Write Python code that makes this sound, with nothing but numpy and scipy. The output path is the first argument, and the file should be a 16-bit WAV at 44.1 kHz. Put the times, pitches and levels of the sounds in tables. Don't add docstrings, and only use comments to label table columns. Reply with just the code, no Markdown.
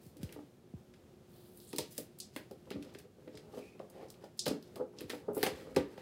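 import sys
import numpy as np
from scipy import signal
from scipy.fft import rfft, irfft
from scipy.io import wavfile
from scipy.ndimage import uniform_filter1d

SR = 44100
rng = np.random.default_rng(int(sys.argv[2]) if len(sys.argv) > 2 else 0)


def store_pcm(level_fs):
    pcm = np.round(np.clip(level_fs, -1, 1) * 32767).astype(np.int16)
    wavfile.write(sys.argv[1], SR, np.atleast_2d(pcm).T)


N = 265041

# [t/s, level/dB, centre f/Hz, spread/octaves, crisp top treble level/dB]
NAIL_CLICKS = [(0.168, -54.5, 4800, .85, -4), (0.23, -43, 4200, 1.4, -13), (0.291, -51, 2540, .4, -23),
               (0.3243, -44, 2820, 1.2, -3), (0.938, -55, 2800, 1, -36), (1.5726, -48, 10800, 1, 15),
               (1.6002, -50.5, 4560, 0.42, -3), (1.73, -40.5, 4200, 0.88, -11), (1.7608, -37, 4500, .6, 0),
               (1.7831, -26.5, 4860, 0.83, -13), (1.979, -29.5, 10800, 1.57, -6),
               (2.1862, -46, 11100, 1.2, -8), (2.201, -33, 6060, 0.56, -39), (2.362, -35, 1700, 1.33, -7),
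               (2.511, -51, 4100, .73, -2), (2.655, -61.5, 2500, 1, -23), (2.704, -41, 3440, 0.7, -10.5),
               (2.7161, -42.5, 2920, 0.68, -28), (2.825, -48.5, 3900, 1.1, -29),
               (2.847, -60, 5000, 1.3, -15), (2.9393, -56, 6000, 0.66, -18),
               (2.9484, -46.5, 1680, 1.34, -30), (2.986, -45, 5470, 1.6, -23),
               (3.277, -53, 2000, 0.87, -23), (3.352, -49.5, 5100, 0.47, -26), (3.373, -46, 3830, 1, -38),
               (3.7938, -53.5, 1800, 1.4, -35), (3.899, -52.5, 8450, .8, -25),
               (4.084, -57, 6300, 0.45, -27), (4.1016, -45, 7660, 0.92, -35), (4.141, -57, 3300, .5, -22),
               (4.241, -54, 4820, 0.83, -15), (4.3921, -25, 5660, 0.46, -30), (4.457, -36, 4000, 0.55, -13),
               (4.4614, -30.5, 4060, 0.57, -16), (4.465, -31.5, 3380, 1.3, -21),
               (4.479, -29, 5150, 0.72, -13), (4.625, -53.5, 4400, 0.47, -7), (4.7576, -45, 4250, 1.3, -12),
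               (4.9858, -43.5, 4440, 0.58, -33), (5.0066, -42, 3060, 0.95, -3),
               (5.0957, -38.5, 1930, 1.6, -8), (5.1002, -33, 1990, 1.6, -27), (5.333, -52, 10500, 0.46, -2),
               (5.347, -42.5, 10500, 0.73, -16), (5.4289, -20, 2180, 1.12, -5), (5.437, -30, 1860, 1.6, -7),
               (5.464, -29.5, 3000, 1.2, -23), (5.4707, -39, 5970, 0.72, -21), (5.7466, -52, 3900, 1.1, -7),
               (5.7622, -26.5, 1830, 1.57, -43), (5.977, -47, 1910, 1.2, -33)]
# [t/s, level/dB before the panel cut, f/Hz of the panels struck, contact fade/s]
FINGER_KNOCKS = [(0.163, -46, 297, 0.005), (0.364, -38, 374, 0.0034), (0.391, -41.5, 409, 0.0031),
                 (1.733, -30, 336, 0.0085), (1.787, -30.5, 556, 0.0041), (1.983, -32.5, 390, 0.01),
                 (2.365, -33, 445, 0.0019), (2.511, -37, 402, 0.006), (2.671, -47, 410, 0.0088),
                 (2.712, -28, 400, 0.0031), (2.759, -35.5, 280, 0.008), (2.955, -40, 424, 0.0013),
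                 (3.05, -48.5, 406, 0.0064), (3.184, -51.5, 404, 0.0055), (3.277, -39.5, 420, 0.0023),
                 (3.343, -45, 444, 0.018), (3.539, -37.5, 376, 0.0065), (3.574, -33.5, 333, 0.0086),
                 (3.591, -36, 407, 0.002), (3.801, -35, 435, 0.0025), (3.959, -42.5, 442, 0.017),
                 (4.033, -37, 430, 0.0017), (4.24, -38, 503, 0.0043), (4.465, -25.5, 515, 0.0045),
                 (4.475, -21, 378, 0.0091), (4.512, -22.5, 387, 0.005), (4.762, -35.5, 415, 0.023),
                 (4.797, -28.5, 450, 0.015), (4.809, -28, 466, 0.0064), (4.937, -49.5, 515, 0.0073),
                 (5.011, -33, 456, .01), (5.095, -36.5, 434, 0.023), (5.132, -32.5, 487, 0.015),
                 (5.283, -25.5, 410, 0.022), (5.306, -39, 420, 0.0067), (5.368, -26.5, 440, 0.0092),
                 (5.393, -55, 328, 0.0042), (5.434, -16.5, 594, 0.003), (5.465, -22.5, 494, 0.012),
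                 (5.614, -43.5, 333, 0.0072), (5.673, -42.5, 466, 0.0025), (5.767, -14.5, 468, 0.0038),
                 (5.983, -36, 550, 0.0008)]
# [start t/s, loudest t/s, end t/s, level/dB, centre f/Hz, spread/octaves]
SKIN_STROKES = [(0, 0.048, .17, -66.5, 10900, 1.46), (0.181, 0.233, .46, -67, 3020, 2),
                (1.254, 1.334, 1.6, -70, 13500, 0.77), (1.391, 1.575, 1.76, -66, 13100, 0.78),
                (1.263, 1.39, 1.55, -74, 4000, 0.32), (1.502, 1.698, 1.76, -68.5, 4000, .35),
                (1.602, 1.697, 1.74, -61.5, 8800, 0.33), (1.841, 1.985, 1.98, -60, 10800, 1.76),
                (1.903, 1.915, 1.945, -55.5, 10900, 1), (2.313, 2.358, 2.37, -65, 5460, 1),
                (2.708, 2.74, 2.9, -48, 262, 0.39), (2.769, 2.854, 3.06, -71.5, 3480, 0.88),
                (3.29, 3.34, 3.47, -71, 3400, 0.92), (3.48, 3.585, 3.72, -63, 4300, 1.34),
                (3.58, 3.634, 3.79, -67, 2450, 0.12), (3.598, 3.66, 3.79, -72.5, 3460, 1.15),
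                (3.891, 4.029, 4.08, -50, 460, 0.56), (3.892, 3.984, 4.09, -64.5, 1330, 1.75),
                (4.195, 4.24, 4.29, -67.5, 1780, 1.9), (4.367, 4.388, 4.395, -61, 7850, 0.92),
                (4.455, 4.48, 4.6, -51.5, 400, 0.88), (4.581, 4.67, 4.72, -72, 3980, 1.2),
                (4.962, 4.983, 5.09, -63.5, 4000, 0.99), (5.071, 5.105, 5.23, -58.5, 3970, 2.1),
                (5.338, 5.356, 5.44, -49, 11800, 0.49), (5.34, 5.436, 5.44, -51, 2860, 1.1),
                (5.477, 5.566, 5.76, -60, 2320, 1.6), (5.828, 5.998, 6.05, -66, 2010, 1.76)]
# [t/s, level/dB]
BOX_STIR = [(0.0, -74.5), (0.32, -59), (0.45, -72.5), (1.79, -70), (2.59, -89), (2.86, -55), (3.05, -71),
            (3.28, -67), (3.54, -57.5), (3.7, -66), (4.23, -62.5), (4.49, -91), (4.69, -61.5), (4.87, -79),
            (4.97, -60), (5.26, -59.5), (5.34, -55.5), (6.01, -55)]
# [t/s, level/dB]
LAP_THUMPS = [(0.063, -48.5), (0.197, -46), (0.231, -34), (0.738, -39), (1.8, -47), (2.754, -41.5),
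              (3.348, -50.5), (4.47, -41), (5.039, -45.5), (5.513, -44.5), (5.772, -34.5)]
# [f/Hz, relative level/dB, t60/s]
BOX_MODES = [(219, -6.5, 0.15), (230, -44, 0.059), (303, -1, 0.16), (347, -2, 0.093), (423, -2.5, 0.16),
             (450, 10.5, 0.02), (509, 6.5, 0.048), (615, -3.5, 0.079), (702, -2.5, 0.053), (793, 8, 0.062),
             (897, 11, 0.031), (965, -26, 0.038), (1154, 24, 0.013), (1350, -16, 0.01)]
# [f/Hz, width/Hz, relative level/dB]
TAPE_RINGS = [(1800, 790, 4.5), (2630, 280, -7), (3380, 2050, -3), (4260, 610, -7), (5010, 540, -2),
              (6230, 970, -12.5), (7650, 920, -10), (9660, 3000, -5), (14030, 3500, -2)]
# [f/Hz, t60/s]
ROOM_DECAY = [(200, 0.28), (700, 0.21), (2000, 0.29), (6000, 0.23), (14000, 0.18)]
# [f/Hz, relative level/dB]
AIR_SPECTRUM = [(18, -44), (30, -11.5), (109, -2), (165, -1), (227, -0.5), (319, -15), (355, 3), (384, -6),
                (499, -13), (760, -16.5), (822, -22), (1960, -28), (3310, -29), (16000, -39)]

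SNAP_FADE_S, SNAP_RISE_S = 0.0026, 0.0012
KNOCK_RISE_S, KNOCK_OCTAVES = 0.0057, 0.44
PANEL_HZ = 206
THUMP_START_HZ, THUMP_END_HZ, THUMP_S = 307, 64.4, 0.025
WET_DB, BOX_WET_DB = -5.5, -5
AIR_DB = -59.5
HUM_HZ, HUM_WIDTH_HZ, HUM_DB = 369.7, 7.7, -79.5
LOW_CUT_HZ, EDGE_HZ = 58, 15900


def clicks():
    out, size = np.zeros((2, N)), 4096
    lead = 0.003
    t = np.maximum(np.arange(size) / SR - lead, 0)
    hz = np.fft.rfftfreq(size, 1 / SR)
    tick = np.arange(size) == round(lead * SR)
    for s, db, centre_hz, octaves, crisp_db in NAIL_CLICKS:
        noise, lumps, fibres = rng.standard_normal((3, size))
        fall = np.exp(-t / SNAP_FADE_S) * np.minimum(t / SNAP_RISE_S, 1)
        fall = fall * wander(lumps, 30, 2.12)
        crackle = amp(-20) * wander(fibres, 70, 5.5)
        crackle = crackle * np.exp(-t / 0.018) * np.minimum(t / 0.0052, 1)
        snap = noise * (fall + crackle)
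        colour = evened(tape(hz, centre_hz, octaves, crisp_db))
        add(out[0], s - lead, amp(db) * shaped(snap, colour))
        add(out[1], s - lead, amp(db) * np.linalg.norm(snap) * shaped(tick, colour))
    return out


def tape(hz, centre_hz, octaves, crisp_db=-60):
    rings = 0.34 + sum(amp(db) / (1 + (2 * (hz - f) / width) ** 2) for f, width, db in TAPE_RINGS)
    return rings * (near(hz, centre_hz, octaves) + amp(crisp_db) * near(hz, 11900, 0.44))


def knocks():
    out, size = np.zeros(N), 2000
    t = np.arange(size) / SR
    for s, db, centre_hz, contact_s in FINGER_KNOCKS:
        noise = rng.standard_normal(size)
        push = uniform_filter1d(uniform_filter1d(noise, 15), 15)
        push = push * np.exp(-t / max(contact_s, 3e-4)) * np.minimum(t / KNOCK_RISE_S, 1)
        bend = 1 + 0.028 * rng.standard_normal(len(BOX_MODES))
        ring = signal.fftconvolve(push, box(centre_hz, KNOCK_OCTAVES, bend))
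        add(out, s - 0.003, amp(db) * ring / abs(ring).max())
    return signal.sosfilt(signal.butter(2, PANEL_HZ, "high", fs=SR, output="sos"), out)


def box(centre_hz, octaves, bend):
    t, ring = np.arange(4000) / SR, 0
    for (f, db, t60), b in zip(BOX_MODES, bend):
        push = near(f, centre_hz, octaves) + 0.039
        ring = ring + push * amp(db - 60 * t / t60) * np.sin(2 * np.pi * f * b * t)
    return ring


def rub():
    out, hz = np.zeros(N), np.fft.rfftfreq(SR, 1 / SR)
    for start, peak, end, db, centre_hz, octaves in SKIN_STROKES:
        t = np.arange(max(start, 0), end, 1 / SR)
        slips, quick, slow = rng.standard_normal((3, SR))
        grip = wander(quick, 130, 2.8) * wander(slow, 800, 2.0)
        fizz = evened(shaped(grip * slips, tape(hz, centre_hz, octaves)))
        swell = np.interp(t, [start, peak, end], [0, 1, 0])
        add(out, t[0], amp(db) * fizz[:len(t)] * swell)
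    handling, grip = rng.standard_normal((2, N))
    handling = handling * wander(grip, 500, 2.5)
    stir = evened(signal.fftconvolve(handling, box(414, 0.5, np.ones(len(BOX_MODES))))[:N])
    stir_db = np.interp(np.arange(N) / SR, *np.transpose(BOX_STIR))
    return out + amp(stir_db) * stir


def thumps():
    out, t = np.zeros(N), np.arange(8000) / SR
    hz = THUMP_END_HZ + (THUMP_START_HZ - THUMP_END_HZ) * np.exp(-t / 0.0085)
    shape = np.exp(-(t / THUMP_S) ** 2) * np.minimum(t / 0.001, 1)
    for s, db in LAP_THUMPS:
        add(out, s, amp(db) * shape * np.sin(2 * np.pi * np.cumsum(hz) / SR))
    return out


def room(x):
    taps = rng.standard_normal((3, SR // 2))
    taps[:, :260] = 0
    hz, t, z = signal.stft(taps, SR, nperseg=256)
    decay = amp(-60 * t / read(ROOM_DECAY, hz)[:, None])
    tails = signal.istft(z * decay, SR, nperseg=256)[1]
    turn = np.pi * (np.arange(N) / SR * 1.3 + np.arange(3)[:, None] / 3)
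    fed = x * np.sqrt(2 / 3) * np.cos(turn)
    return signal.fftconvolve(fed, tails / np.linalg.norm(tails[0]), axes=1).sum(0)[:N]


def air():
    hz = np.fft.rfftfreq(N, 1 / SR)
    wash = evened(shaped(rng.standard_normal(N), amp(read(AIR_SPECTRUM, hz))))
    waver = wander(rng.standard_normal(N), 6000, 1.0)
    resonance = 1 / (1 + (2 * (hz - HUM_HZ) / HUM_WIDTH_HZ) ** 2)
    hum = evened(shaped(rng.standard_normal(N), resonance))
    return amp(AIR_DB) * waver * wash + amp(HUM_DB) * hum


def amp(db):
    return 10 ** (np.asarray(db) / 20)


def evened(x):
    return x / np.sqrt(np.mean(x ** 2) + 1e-20)


def wander(noise, samples, depth_db):
    return amp(depth_db * evened(uniform_filter1d(noise, samples)))


def read(points, hz):
    f, value = np.transpose(points)
    return np.interp(np.log(hz + 1), np.log(f + 1), value)


def near(hz, centre_hz, octaves):
    return np.exp(-0.5 * (np.log2((hz + 1) / centre_hz) / max(octaves, 0.04)) ** 2)


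def shaped(x, gain):
    return irfft(rfft(x) * gain, len(x))


def add(mix, s, sound):
    part = mix[round(s * SR):][:len(sound)]
    part += sound[:len(part)]


def scene():
    (snaps, scattered), rubbing, body = clicks(), rub(), knocks()
    wet = room(amp(WET_DB) * (scattered + rubbing) + amp(BOX_WET_DB) * body)
    return (snaps + rubbing + body + wet + thumps() + air())[None]


def record(dry):
    thin = signal.sosfilt(signal.butter(3, LOW_CUT_HZ, "high", fs=SR, output="sos"), dry)
    band_limit = signal.firwin(401, EDGE_HZ, window=("kaiser", 9), fs=SR)
    return signal.oaconvolve(thin, band_limit[None], "same")


dry = scene()
out = record(dry)
store_pcm(out)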